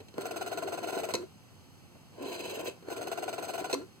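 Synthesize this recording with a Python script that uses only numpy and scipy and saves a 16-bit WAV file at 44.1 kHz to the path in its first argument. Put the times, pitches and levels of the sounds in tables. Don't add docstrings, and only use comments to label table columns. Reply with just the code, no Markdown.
import sys
import numpy as np
from scipy import signal
from scipy.fft import rfft, irfft, next_fast_len
from scipy.io import wavfile
from scipy.ndimage import map_coordinates

SR = 44100
rng = np.random.default_rng(int(sys.argv[2]) if len(sys.argv) > 2 else 0)


def unload_audio(sound):
    columns = np.transpose(np.atleast_2d(sound))
    steps = np.round(np.clip(columns, -1, 1) * 32767)
    wavfile.write(sys.argv[1], SR, steps.astype(np.int16))


N = 176400

# centre t/s, length/s, chatter level/dB, rattle level/dB
CAM_BEATS = [(0.215, 0.01, -44.0, -48), (0.261, 0.012, -36, -47), (0.313, 0.0068, -36.5, -48),
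             (0.369, 0.015, -37.5, -46.5), (0.419, 0.015, -34, -48), (0.473, 0.021, -38.5, -47.5),
             (0.526, 0.02, -34, -48.5), (0.581, 0.013, -35, -47.5), (0.63, 0.013, -35.5, -49.5),
             (0.682, 0.014, -35.5, -49), (0.736, 0.028, -38, -49.5), (0.783, 0.014, -37, -50.5),
             (0.839, 0.017, -36, -48.3), (0.89, 0.034, -38, -47.5), (0.943, 0.036, -37.5, -49),
             (0.99, 0.027, -35, -47), (1.043, 0.018, -35, -46.5), (1.1, 0.023, -37.1, -47.5),
             (2.918, 0.032, -42, -50), (2.972, 0.015, -39.5, -49.5), (3.024, 0.023, -38.5, -49),
             (3.076, 0.0091, -35.5, -46.5), (3.125, 0.018, -33.5, -47), (3.183, 0.016, -36, -49),
             (3.233, 0.017, -36.5, -49.5), (3.288, 0.017, -34.5, -49.5), (3.337, 0.016, -36, -48),
             (3.388, 0.013, -34.5, -50), (3.44, 0.029, -38.5, -48), (3.495, 0.025, -37.7, -48),
             (3.547, 0.021, -37.5, -47), (3.593, 0.028, -36.5, -48), (3.651, 0.016, -35.5, -48.5),
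             (3.706, 0.017, -37.5, -47.0)]
# release t/s, stop t/s, coasting/s, whir level/dB, click level/dB, thud level/dB
WHEEL_RETURNS = [(0.186, 1.1385, 0.096, -43, -25.5, -21.5), (2.884, 3.7286, 0.096, -43.5, -26, -20.5)]
# f/Hz, level/dB
GEAR_SPECTRUM = [(30, -55), (70, -78), (150, -26.5), (230, -15), (310, -4), (390, 0.5), (470, -0.5),
                 (540, -11), (630, -4), (760, -18), (880, -25.5), (1010, -9.5), (1200, -38.5), (1450, -21),
                 (1900, -25), (4000, -44)]
# f/Hz, level/dB
SCRAPE_SPECTRUM = [(500, -16), (1000, -13), (1900, 2), (2650, 8.5), (3100, 2.5), (3650, 1), (4130, 5.5),
                   (4450, -6.5), (4770, 0), (5300, -7), (6200, -2), (8000, -5), (10000, -11.5),
                   (15500, -17)]
RATTLE_OVERHANG_S = 0.0026


def cam_chatter():
    # f/Hz, width/Hz, level/dB, left minus right/dB
    case_modes = [(417, 115, 0.5, 16.5), (734, 234, -3, 11.5), (1026, 40.5, 0, 1), (1453, 75, -7, -10),
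                  (2704, 210, -14.5, -15)]
    # f/Hz, level/dB
    rattle_spectrum = [(500, -47), (1300, -5), (1900, -1.5), (2400, 6.5), (2720, 6.5), (3100, -2),
                       (3600, 0), (4150, 5), (4450, -8), (4750, -2.5), (5300, -6.5), (6000, 4),
                       (7000, -8.5), (7850, 0), (8700, -5), (9800, -9), (12000, -9.5), (15500, -13)]
    tooth_hz, count, rise_s = 694, 4000, 0.00069
    times = np.cumsum(np.exp(0.13 * rng.standard_normal(count))) / tooth_hz
    strengths = amp(3.15 * rng.standard_normal(count))
    teeth = np.bincount((times * SR).astype(int), strengths, N)[:N]

    def case(f):
        response = 0
        for k, (hz, width, db, pan) in enumerate(case_modes):
            resonance = 1j * f * width / (hz * hz - f * f + 1j * f * width)
            response += (-1) ** k * amp([[db + pan / 2], [db - pan / 2]]) * resonance
        return response / (1 + (f / 3500) ** 4) * f * f / (f * f + 150 ** 2)

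    load, shake = np.zeros((2, N))
    for centre, length, chatter_db, rattle_db in CAM_BEATS:
        start, end = centre - length / 2, centre + length / 2
        load += amp(chatter_db + 1) * gate(start, end, rise_s, fall_s=0.0029)
        shake += amp(rattle_db + 2.5) * gate(start, end + RATTLE_OVERHANG_S, rise_s, fall_s=0.0078)
    return load * unit(filtered(teeth, case)) + shake * texture(rattle_spectrum, grainy=True)


def wheel_stop():
    # delay/s, level/dB
    bounces = [(0, -1), (.004, -7.5), (.013, -2.5)]
    # f/Hz, level/dB, t60/s
    metal_modes = [(1033, 1, 0.084), (2133, -3, .06), (2600, -6.5, 0.093), (4170, -19, 0.055),
                   (4260, -6.5, 0.094), (4750, -12, 0.12), (5760, -10, .03), (6700, -9, 0.034),
                   (6700, -7, 0.034), (7800, -8, 0.034)]
    # f/Hz, level/dB
    housing_modes = [(215, -12), (385, -3), (450, -2), (505, -0.5), (690, -10)]
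    # f/Hz, level/dB
    crack_spectrum = [(300, 10.5), (1000, 3), (3500, 2), (4200, 16.5), (5000, -5), (5800, 12), (6900, 2),
                      (8200, -0.5), (10000, -5.5), (15500, -9)]
    ring, crack = np.zeros(N + SR), np.zeros(N)
    t = np.arange(SR // 4) / SR
    knots, thud_lag_s = np.linspace(0, t[-1], 64), 0.00303
    mode = lambda hz, t60: np.sin(2 * np.pi * hz * t) * fade(t, t60)
    for _, stop, _, _, click_db, thud_db in WHEEL_RETURNS:
        for delay, bounce_db in bounces:
            force = amp(click_db + bounce_db)
            crack += force * strike(stop + delay, t60=0.03)
            for hz, db, t60 in metal_modes:
                roughness = amp(6.5 * np.interp(t, knots, rng.standard_normal(len(knots))))
                partial = roughness * mode(hz + rng.normal(0, 19.8), t60)
                ring[int((stop + delay) * SR):][:len(t)] += force * amp(db - 10) * partial
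        for k, (hz, db) in enumerate(housing_modes):
            thud = amp(thud_db + db) * (-1) ** k * mode(hz, t60=0.051)
            ring[int((stop + thud_lag_s) * SR):][:len(t)] += thud
    return ring[:N] + crack * texture(crack_spectrum)


def governor():
    # f/Hz, level/dB
    fizz_spectrum = [(500, -6), (1400, 13), (1900, -5.5), (2650, 9), (3600, -6), (4200, 5), (5300, -11.5),
                     (6200, -4), (7900, -3.5), (10000, -15), (15500, -18)]
    whir_db_per_s, fizz_db_per_s = -37, -82
    whir, fizz = np.zeros((2, N))
    for release, stop, coasting, db, _, _ in WHEEL_RETURNS:
        running = gate(release, stop + coasting, rise_s=0.021, fall_s=0.017)
        past_stop = np.maximum(since(stop), 0)
        whir += amp(db + whir_db_per_s * past_stop) * running
        fizz += amp(db - 8.5 + fizz_db_per_s * past_stop) * running
    flutter = amp(2 * wobble(70))
    return whir * flutter * texture(GEAR_SPECTRUM) + fizz * texture(fizz_spectrum, grainy=True)


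def winding():
    # t/s, scrape level/dB, rumble level/dB
    pull = [(2.12, -74, -67), (2.198, -62.5, -45.5), (2.22, -54, -45), (2.354, -44.5, -40.5),
            (2.38, -53, -47.5), (2.404, -43, -41.5), (2.428, -54.5, -46.5), (2.456, -42, -39.5),
            (2.472, -49, -44), (2.512, -43, -42.5), (2.53, -53, -41.5), (2.554, -43.5, -43.5),
            (2.58, -52.5, -40), (2.604, -43, -40), (2.628, -57.5, -41.5), (2.678, -41.5, -44),
            (2.714, -59, -53), (2.8, -87, -70)]
    # f/Hz, level/dB
    rumble_spectrum = [(30, -55), (80, -36), (150, -25), (250, -8.5), (370, 4.5), (470, 2.5), (640, 0),
                       (860, -11.5), (1020, -4.5), (1230, -25.5), (1480, -13.5), (1900, -22), (4000, -60)]
    times, scrape_db, rumble_db = np.transpose(pull)
    envelope = lambda db: amp(np.interp(since(0), times, db + 1.5, left=-120, right=-120))
    flutter = unit(amp(wobble(130)))
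    scrape = flutter * envelope(scrape_db) * texture(SCRAPE_SPECTRUM, grainy=True)
    return scrape + envelope(rumble_db) * texture(rumble_spectrum)


def wheel_knocks():
    # t/s, bump level/dB, tick level/dB
    knocks = [(.003, -43.5, -50), (0.084, -56, -52.5), (.141, -51.5, -52.5), (0.182, -29.5, -64),
              (.968, -30, -52), (1.952, -49.5, -74), (2.259, -42.5, -62), (2.594, -40, -51),
              (2.657, -33, -50), (2.676, -32.5, -45), (2.825, -47.5, -61), (2.885, -37, -52),
              (3.612, -34.5, -52)]
    bump = sum(amp(db) * strike(start, t60=0.089) for start, db, _ in knocks)
    tick = sum(amp(db) * strike(start, t60=0.042) for start, _, db in knocks)
    return bump * texture(GEAR_SPECTRUM) + tick * texture(SCRAPE_SPECTRUM, grainy=True)


def gear_hum():
    # start t/s, end t/s, first f/Hz, last f/Hz, level/dB
    notes = [(1.166, 1.241, 332.8, 354.7, -44.5), (2.212, 2.267, 239.2, 264.4, -44.5),
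             (3.76, 3.79, 294.3, 289, -41), (3.822, 3.836, 342, 372, -44.5)]
    hum = np.zeros(N)
    for start, end, first_hz, last_hz, db in notes:
        hz = np.interp(since(0), [start, end], [first_hz, last_hz]) * (1 + 0.05 * wobble(60))
        envelope = amp(db + 1.5 * wobble(90)) * gate(start, end, rise_s=0.0097, fall_s=0.013)
        hum += envelope * np.sqrt(2) * np.sin(2 * np.pi * np.cumsum(hz) / SR)
    return hum


def bright_rasps():
    # centre t/s, length/s, level/dB
    ratchet_strokes = [(2.228, .008, -51.5), (2.295, .04, -53), (2.345, .03, -52), (2.403, 0.018, -51.5),
                       (2.456, 0.02, -51), (2.506, .026, -50), (2.553, .022, -48.5), (2.604, .02, -51),
                       (2.652, 0.016, -47), (2.68, .01, -47)]
    # f/Hz, level/dB
    rasp_spectrum = [(3000, -27), (5500, -5), (6300, -6), (8000, -0.5), (9500, -14), (11700, -0.5),
                     (13500, -4), (15500, 1)]
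    beat_rasps = [(centre + RATTLE_OVERHANG_S / 2, length + RATTLE_OVERHANG_S, db - 4.5)
                  for centre, length, _, db in CAM_BEATS]
    envelope = sum(amp(db) * gate(centre - length / 2, centre + length / 2, rise_s=0.002, fall_s=0.0023)
                   for centre, length, db in list(ratchet_strokes) + beat_rasps)
    return envelope * texture(rasp_spectrum, grainy=True)


def clutch_song():
    # f/Hz, level/dB
    spring_spectrum = [(3700, -40), (3950, -12), (4070, 1), (4160, -4), (4250, 5), (4400, -16), (4760, -11),
                       (5100, -42)]
    fast_pull = gate(2.27, 2.5, rise_s=0.037, fall_s=0.037)
    return amp(-53.5) * fast_pull * texture(spring_spectrum, grainy=True)


def room_reverb(x):
    t = np.arange(SR // 3) / SR
    tail = rng.standard_normal((2, len(t))) * fade(t, t60=0.27) * (t > 0.004)
    return amp(-13.5) * signal.fftconvolve(x, tail / np.linalg.norm(tail[0]), axes=1)[:, :N]


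def room_tone():
    # f/Hz, level/dB
    room_spectrum = [(15, -66), (25, -24), (53, -22.5), (93, -1.5), (152, -5), (267, -6.5), (289, -12.5),
                     (359, -11.5), (389, -14), (895, -18), (1410, -24), (2920, -24), (3530, -27),
                     (4260, -25), (15500, -36.5)]
    return amp(-55.5) * texture(room_spectrum)


def texture(spectrum, grainy=False):
    # f/Hz, level/dB
    stereo_width = [(50, -7.5), (150, 0), (300, -15), (1100, -17), (1520, -4), (2200, -9), (2850, -4.5),
                    (3300, -10), (4300, -25), (7000, -5.5), (9000, -6.5), (15000, -22.5)]
    # f/Hz, left minus right/dB
    balance = [(100, -2.5), (400, -2), (520, 4), (720, 3.5), (1100, 0.5), (1500, -3.5), (2200, 2),
               (2750, -3), (4000, 0.5)]
    grains_per_s = 3500
    x = rng.standard_normal((2, N))
    if grainy:
        grains = x * (rng.random(N) < grains_per_s / SR) * amp(rng.standard_normal(N))
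        t = np.arange(SR // 10) / SR
        frame = rng.standard_normal(len(t)) * fade(t, t60=0.039)
        ringing = signal.fftconvolve(grains, frame[None] / np.linalg.norm(frame), axes=1)[:, :N]
        x = grains + amp(2.5) * ringing
    mid, side = x[0], filtered(x[1], lambda hz: amp(along(stereo_width, hz)))
    colour = lambda hz: amp(along(spectrum, hz) + np.outer([0.5, -0.5], along(balance, hz)))
    return unit(filtered(np.array([mid + side, mid - side]), colour))


def amp(db):
    return 10 ** (np.asarray(db) / 20)


def unit(x):
    return x / np.sqrt(np.mean(x ** 2) + 1e-20)


def along(points, hz):
    freqs, values = np.transpose(points)
    return np.interp(np.log(hz + 1), np.log(freqs + 1), values)


def filtered(x, response):
    size = next_fast_len(N + SR // 2)
    return irfft(rfft(x, size) * response(np.fft.rfftfreq(size, 1 / SR)), size)[..., :N]


def wobble(rate):
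    return map_coordinates(rng.standard_normal(int(N * rate / SR) + 4), [np.arange(N) * rate / SR])


def since(start):
    return np.arange(N) / SR - start


def gate(start, end, rise_s, fall_s):
    return np.exp(np.minimum(since(start), 0) / rise_s - np.maximum(since(end), 0) / fall_s)


def fade(t, t60):
    return np.exp(-np.log(1000) * t / t60)


def strike(start, t60):
    return (since(start) >= 0) * fade(np.abs(since(start)), t60)


def scene():
    dial = cam_chatter() + governor() + gear_hum() + winding() + clutch_song()
    dial += bright_rasps() + wheel_knocks() + wheel_stop()
    dial = signal.sosfilt(signal.butter(3, 126, 'highpass', fs=SR, output='sos'), dial)
    return dial + room_reverb(dial) + room_tone()


def record(dry):
    # f/Hz, lead of the left/rad
    phase_lead = [(0, .8), (400, 1), (620, 1.8), (700, -.5), (1100, -.6), (1250, .2), (1420, -.4),
                  (1580, -3.1), (1850, -3.7), (2500, -4.7), (2950, -7.5), (3620, -9.4), (5400, -15.7),
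                  (7200, -22), (9000, -28.3), (9600, -31.2), (10100, -30.8), (10400, -28.4), (11050, -28.2),
                  (11550, -25.6), (12250, -25), (13200, -22), (15500, -16.6)]
    band_limit_hz = 15800
    phase = lambda hz: np.outer([0.5, -0.5], np.interp(hz, *np.transpose(phase_lead)))
    return filtered(dry, lambda hz: np.exp(1j * phase(hz)) * (hz < band_limit_hz))


dry = scene()
out = record(dry)
unload_audio(out)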